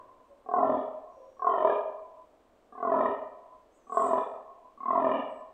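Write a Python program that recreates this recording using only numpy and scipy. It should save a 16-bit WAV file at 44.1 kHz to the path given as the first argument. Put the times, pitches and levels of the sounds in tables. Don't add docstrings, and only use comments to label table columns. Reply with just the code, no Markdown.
import sys
import numpy as np
from scipy import signal
from scipy.fft import rfft, irfft
from scipy.io import wavfile
from scipy.ndimage import uniform_filter1d

SR = 44100
rng = np.random.default_rng(int(sys.argv[2]) if len(sys.argv) > 2 else 0)


def generate_wav(sig):
    pcm = np.round(np.clip(np.atleast_2d(sig).T, -1, 1) * 32767).astype(np.int16)
    wavfile.write(sys.argv[1], SR, pcm)


N = 243873


def gain_of(db):
    return 10 ** (np.asarray(db) / 20)


def evened(x):
    return x / np.sqrt(np.mean(x ** 2) + 1e-20)


def read(points, hz):
    f, value = np.transpose(points)
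    return np.interp(np.log(hz + 1), np.log(f + 1), value)


def add(mix, start_s, sound):
    part = mix[round(start_s * SR):][:len(sound)]
    part += sound[:len(part)]


def noise(spectrum):
    gain = gain_of(read(spectrum, np.fft.rfftfreq(N, 1 / SR)))
    return evened(irfft(rfft(rng.standard_normal(N)) * gain, N))


def waver(size, order):
    return evened(signal.fftconvolve(rng.standard_normal(size), np.hanning(2 * order), "same"))


def dying_echo(level_db=-51, fall_db_per_s=48):
    colour = [(150, -15.5), (400, -12.5), (620, 0.5), (850, -23.5),
              (1030, 7.5), (1250, -24.5), (1600, -23.5), (4000, -56)]
    return noise(colour) * gain_of(level_db - fall_db_per_s * np.arange(N) / SR)


def night_hiss(level_db=-64):
    # (frequency [Hz], relative density [dB])
    hiss_spectrum = [(25, -2), (62, -4), (110, -11), (170, -11), (250, -3), (640, 0), (850, -8), (1050, -7),
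                     (1600, -18), (3200, -24), (5000, -31), (8300, -31), (9600, -39), (15700, -39)]
    return gain_of(level_db) * noise(hiss_spectrum)


def whistle(hz, wobble, taper):
    pitch_hz = hz * (1 + wobble * waver(len(hz), order=120))
    tone = np.sin(2 * np.pi * np.cumsum(pitch_hz) / SR)
    return evened(tone) * signal.windows.tukey(len(hz), taper)


def thin_whistles(warble=.018):
    # (start [s], length [s], mean pitch [Hz], level [dB], warble rate [1/s])
    whistle_table = [(.24, .24, 8650, -96, 7.5), (1.09, 0.444, 5690, -86.5, 5), (1.07, 0.32, 6550, -93, 5),
                     (2.70, .12, 8750, -94.5, 6), (5.29, 0.13, 7920, -81, 6)]
    out = np.zeros(N)
    for start_s, length_s, hz, db, rate_hz in whistle_table:
        t = np.arange(0, length_s, 1 / SR)
        pitch_hz = hz * (1 + warble * np.sin(2 * np.pi * rate_hz * t))
        add(out, start_s, gain_of(db) * whistle(pitch_hz, wobble=.0053, taper=.2))
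    return out


def far_hoots(sag_hz_per_s=650):
    # (start [s], length [s], pitch at the start [Hz], level [dB])
    hoot_table = [(0.285, 0.069, 584, -56), (1.151, 0.072, 565.1, -51.5)]
    out = np.zeros(N)
    for start_s, length_s, hz, db in hoot_table:
        t = np.arange(0, length_s, 1 / SR)
        add(out, start_s, gain_of(db) * whistle(hz - sag_hz_per_s * t, wobble=0.0453, taper=.9))
    return out


def ring(gain):
    both_sides = np.r_[gain, gain[-2:0:-1]]
    log_gain = np.log(np.maximum(both_sides, gain.max() * 1e-5))
    return np.fft.ifft(np.exp(np.conj(signal.hilbert(log_gain)))).real


def resonances(table, hz, pull, round_hz, extra_db=0, scatter=0.022, skirt_hz=213, valley_db=-34):
    up_hz, down_hz, width_hz, up_db, down_db = np.transpose(table)
    centre_hz = up_hz + (down_hz - up_hz) * pull
    centre_hz = centre_hz * (1 + scatter * rng.standard_normal(len(up_hz)))
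    off_hz = hz[:, None] - centre_hz
    peaks = 1 / np.hypot(1, 2 * off_hz / width_hz) / np.hypot(1, off_hz / round_hz) + gain_of(valley_db)
    peaks *= gain_of(up_db + (down_db - up_db) * pull + extra_db) / (1 + (off_hz / skirt_hz) ** 2)
    return evened(np.linalg.norm(peaks, axis=1))


def puff(length_s):
    t = np.arange(SR // 40) / SR
    burst = rng.standard_normal(len(t)) * t * np.exp(-2 * t / length_s)
    return burst / np.linalg.norm(burst)


def effort(age_s, first_db, full_db, swell_s, slack_db):
    swell_curve = 2.34
    slack_at_s, slack_s = 0.1876, 0.0436
    release_s, release_db = 0.077, -9
    swell = (first_db - full_db) * np.maximum(1 - age_s / swell_s, 0) ** swell_curve
    slack = slack_db * np.exp(-((age_s - slack_at_s) / slack_s) ** 2)
    release = release_db * np.maximum(1 - (age_s[-1] - age_s) / release_s, 0)
    return full_db + swell + slack + release


def rasp(hz, at_s, age_s, pull, tilt_db, open_s, buzz_s=0.088, puff_s=0.004, round_hz=300):
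    # (larynx up [Hz], larynx down [Hz], width [Hz], level up [dB], level down [dB])
    upper_throat = [(2126, 1751, 61, 8, 9.5), (2790, 2330, 27, -11, -3), (3570, 2822, 270, -4.5, -19.5),
                    (3960, 3368, 370, -16, -18), (3950, 3700, 200, -19, -22)]
    # (time [s], frequency [Hz], boost [dB])
    buzz_table = [(0.761, 3406, 13), (1.53, 3120, 19.5), (1.679, 2230, 7), (1.7, 3890, 6.5),
                  (4.04, 4350, 10), (5.109, 2330, 10), (5.15, 2845, 19)]
    shut_db, dull_db_per_octave = -9, -12.5
    buzz_db = sum(db * np.exp(-((at_s - s) / buzz_s) ** 2 - ((hz - f) / 220) ** 2)
                  for s, f, db in buzz_table)
    octaves = np.log2(np.clip(hz, 2000, 5000) / 2000)
    slope_db = tilt_db + dull_db_per_octave * max(1 - age_s / open_s, 0)
    gain = resonances(upper_throat, hz, pull, round_hz)
    gain = gain * gain_of(shut_db * (1 - pull) + slope_db * octaves + buzz_db)
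    return pull ** 0.82 * signal.fftconvolve(ring(gain), puff(puff_s))


def groan(rattle, gesture, push, uneven_db=2.0, soft_hz=60, sharp_hz=220, chest_round_hz=45,
          jitter_s=.0004, rough=0.59, flutter_s=0.0052):
    # (larynx up [Hz], larynx down [Hz], width [Hz], level up [dB], level down [dB])
    chest_tone = [(249, 259.8, 34, -6.5, -5), (120, 100, 15, -29, -20.5)]
    lower_throat = [(436.9, 402.2, 20, -12.5, -6.5), (751, 629.3, 27, -7, 4.5),
                    (1123, 1006.4, 36.3, 6.5, -0.5), (1610.4, 1200, 11, -24, -11)]
    # (time [s], boost [dB])
    hard_snaps = [(.539, 6), (.629, 5), (1.648, 5), (1.697, 6), (2.828, 5), (3.008, 8), (3.058, 6.5),
                  (3.972, 6), (4.134, 6), (4.182, 8), (4.907, 4)]
    pull_curve = 1.805
    catch_db, chest_shut_db = -1.5, -23.5

    start_s, count, first_rate_hz, last_rate_hz, arch_hz = rattle
    pull_s, depth, first_db, third_db, fourth_db = gesture
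    *swell, chest_db, rasp_db, tilt_db, open_s = push
    u = np.linspace(0, 1, count - 1)
    rate_hz = first_rate_hz + (last_rate_hz - first_rate_hz) * u + arch_hz * (1 - (2 * u - 1) ** 2)
    ages_s = np.r_[0, np.cumsum(1 / rate_hz)]
    hz = np.fft.rfftfreq(2048, 1 / SR)
    out = np.zeros(N)
    for age_s, effort_db in zip(ages_s, effort(ages_s, *swell)):
        at_s = start_s + age_s + jitter_s * rng.standard_normal()
        hard = gain_of(sum(db for when, db in hard_snaps if abs(when - at_s) < .01))
        caught = any(.01 < when - at_s < .035 for when, db in hard_snaps)
        size = gain_of(catch_db * caught + uneven_db / hard * rng.standard_normal())
        size = size * np.sqrt(SR / rate_hz.mean())
        pull = depth * (1 - np.exp(-(age_s / pull_s) ** pull_curve))
        round_hz = soft_hz + (sharp_hz - soft_hz) * pull

        extra_db = np.array([first_db, 0, third_db * (1 - pull), fourth_db * (1 - pull)])
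        throat = resonances(lower_throat, hz, pull, round_hz * hard, extra_db)
        throat = hard * gain_of(effort_db) * throat
        chest = resonances(chest_tone, hz, pull, chest_round_hz)
        chest = gain_of(chest_db + chest_shut_db * (1 - pull) ** 2) * chest
        low_cut = hz ** 2 / (hz ** 2 + 85 ** 2)
        snap = size * ring(np.hypot(throat, chest) * low_cut)
        add(out, at_s, snap)

        flutter = signal.fftconvolve(snap, puff(flutter_s))
        add(out, at_s, rough * pull / hard * flutter)
        breath = rasp(hz, at_s, age_s, pull, tilt_db, open_s)
        add(out, at_s, size * hard * gain_of(rasp_db) * breath)
    return out


def buck(trim_db=-4.5):
    # (start [s], snaps [count], first rate [1/s], last rate [1/s], extra rate midway [1/s])
    rattles = [(.461, 14, 36.8, 38.6, 7.5), (1.3675, 16, 36.3, 38, 8.5), (2.7245, 16, 36.1, 38.2, 7.9),
               (3.87, 14, 37.6, 42, 3.6), (4.7757, 18, 35, 37.8, 7.5)]
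    # (time [s], depth [about 0-1], first throat resonance throughout [dB],
    # third at the onset [dB], fourth at the onset [dB])
    gestures = [(0.127, 1.005, -0.5, -19, -7), (0.1384, 1.04, 3, -2, 8), (0.14, 0.9216, 2.5, -12, 5),
                (0.1291, 0.8944, 2.5, -6, -1), (0.14, 0.971, -1.5, 5.5, -1)]
    # (first snap [dB], full level [dB], swell [s], change midway [dB],
    # chest tone [dB], rasp [dB], rasp tilt [dB/octave], time for the rasp to brighten [s])
    pushes = [(-43, -23, 0.084, -4.5, -33.5, -53, 1.5, .36),
              (-56.5, -21.5, 0.084, -7.5, -49, -49.5, 3.5, 0.4),
              (-48.5, -25, 0.22, 0.5, -35.5, -47.5, -1, .33), (-51.5, -24, 0.13, -3, -36.5, -49.5, 0, .08),
              (-47.5, -23.5, 0.1636, 0, -34.5, -43, -2, 0.47)]
    return gain_of(trim_db) * sum(groan(*g) for g in zip(rattles, gestures, pushes))


def surroundings(x, tail_db=-1.0, build_s=0.02, far_db=-24, far_s=0.528, far_spread_s=0.027,
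                 far_hz=1040, far_width_hz=90):
    # (frequency [Hz], t60 [s])
    decay_t60 = [(120, .5), (260, .5), (450, 0.743), (700, 1.04), (1100, 0.66), (2000, 0.74), (4000, 0.43),
                 (8000, 0.65)]
    # (frequency [Hz], level [dB])
    tail_colour = [(120, -3), (260, -9), (500, 4.5), (650, -7), (850, 5), (1050, -5.5), (1300, 8.5),
                   (1600, -8), (3000, 10), (8000, -9)]
    # (delay [s], level [dB])
    near_echoes = [(.023, -10.5), (.038, -10.5), (.048, -12.5), (0.068, -18.5), (.089, -16.5),
                   (.141, -23.5), (.228, -24), (0.287, -36.5)]
    size = SR
    taps = rng.standard_normal(size) * (rng.random(size) < 1500 / SR)
    hz, t, z = signal.stft(taps, SR, nperseg=512)
    hz = hz[:, None]

    swell = 1 - np.exp(-(t / build_s) ** 3)
    decay = gain_of(-60 * t / read(decay_t60, hz))
    tail = signal.istft(z * swell * decay, SR)[1][:size]
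    colour_db = read(tail_colour, np.fft.rfftfreq(size, 1 / SR))
    tail = irfft(rfft(tail / np.linalg.norm(tail)) * gain_of(tail_db + colour_db), size)

    far = z * np.exp(-((t - far_s) / far_spread_s) ** 2)
    far /= np.linalg.norm(signal.istft(far, SR)[1])
    far_band = 1 + ((hz - far_hz) / far_width_hz) ** 2
    response = tail + gain_of(far_db) * signal.istft(far / far_band, SR)[1][:size]

    for delay_s, db in near_echoes:
        add(response, delay_s, gain_of(db) * np.hanning(7) / 3)
    return signal.fftconvolve(x, response)[:N]


def squeak(tone_db=-84.5, squeal_tone_db=-11.5, rise_db_per_s=448.5, fall_db_per_s=600):
    # (frequency [Hz], level [dB])
    squeal_band = [(6600, -20.5), (7000, -17.5), (7350, -2), (7900, 7), (8550, -2.5), (8850, -18),
                   (9200, -40)]
    # (time [s], pitch [Hz])
    glide = [(3.7, 5810), (3.77, 7050), (3.81, 6200), (3.87, 6000), (3.93, 7410), (3.98, 7490), (4.1, 7040),
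             (4.135, 6100), (4.26, 5550)]
    # (start [s], length [s], level [dB])
    squeal_table = [(3.76, .02, -77), (3.945, 0.1448, -57)]
    t = np.arange(N) / SR
    strain = np.zeros(N)
    for start_s, length_s, db in squeal_table:
        rise_db = rise_db_per_s * np.maximum(start_s - t, 0)
        fall_db = fall_db_per_s * np.maximum(t - start_s - length_s, 0)
        strain += gain_of(db - rise_db - fall_db)
    time_s, hz = np.transpose(glide)
    pitch_hz = np.interp(np.arange(time_s[0], time_s[-1], 1 / SR), time_s, hz)
    tone = np.zeros(N)
    add(tone, time_s[0], whistle(pitch_hz, wobble=.007, taper=.1))
    hoarse = noise(squeal_band) * gain_of(1.6 * waver(N, order=250))
    return strain * hoarse + (gain_of(tone_db) + gain_of(squeal_tone_db) * strain) * tone


def scene():
    calls = buck() + thin_whistles() + far_hoots() + squeak()
    return (calls + surroundings(calls) + dying_echo() + night_hiss())[None]


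def record(dry, grit_db=-58, hollow_hz=160, hollow_width_hz=18, hollow_db=-8, edge_hz=15750):
    hz = np.fft.rfftfreq(N, 1 / SR)
    hollow = hollow_db * np.exp(-((hz - hollow_hz) / hollow_width_hz) ** 2)
    heard = irfft(rfft(dry) * gain_of(hollow), N)
    loudness = np.sqrt(abs(uniform_filter1d(dry[0] ** 2, 400)))
    grit_spectrum = [(1000, -3.5), (3700, -6.5), (5000, 6), (7000, -14.0),
                     (8300, 3), (9200, -14), (15000, -28.0)]
    grit = gain_of(grit_db) * loudness * noise(grit_spectrum)
    low_pass = signal.firwin(511, edge_hz, window=("kaiser", 9), fs=SR)
    return signal.oaconvolve(heard + grit, low_pass[None], "same")


dry = scene()
out = record(dry)
generate_wav(out)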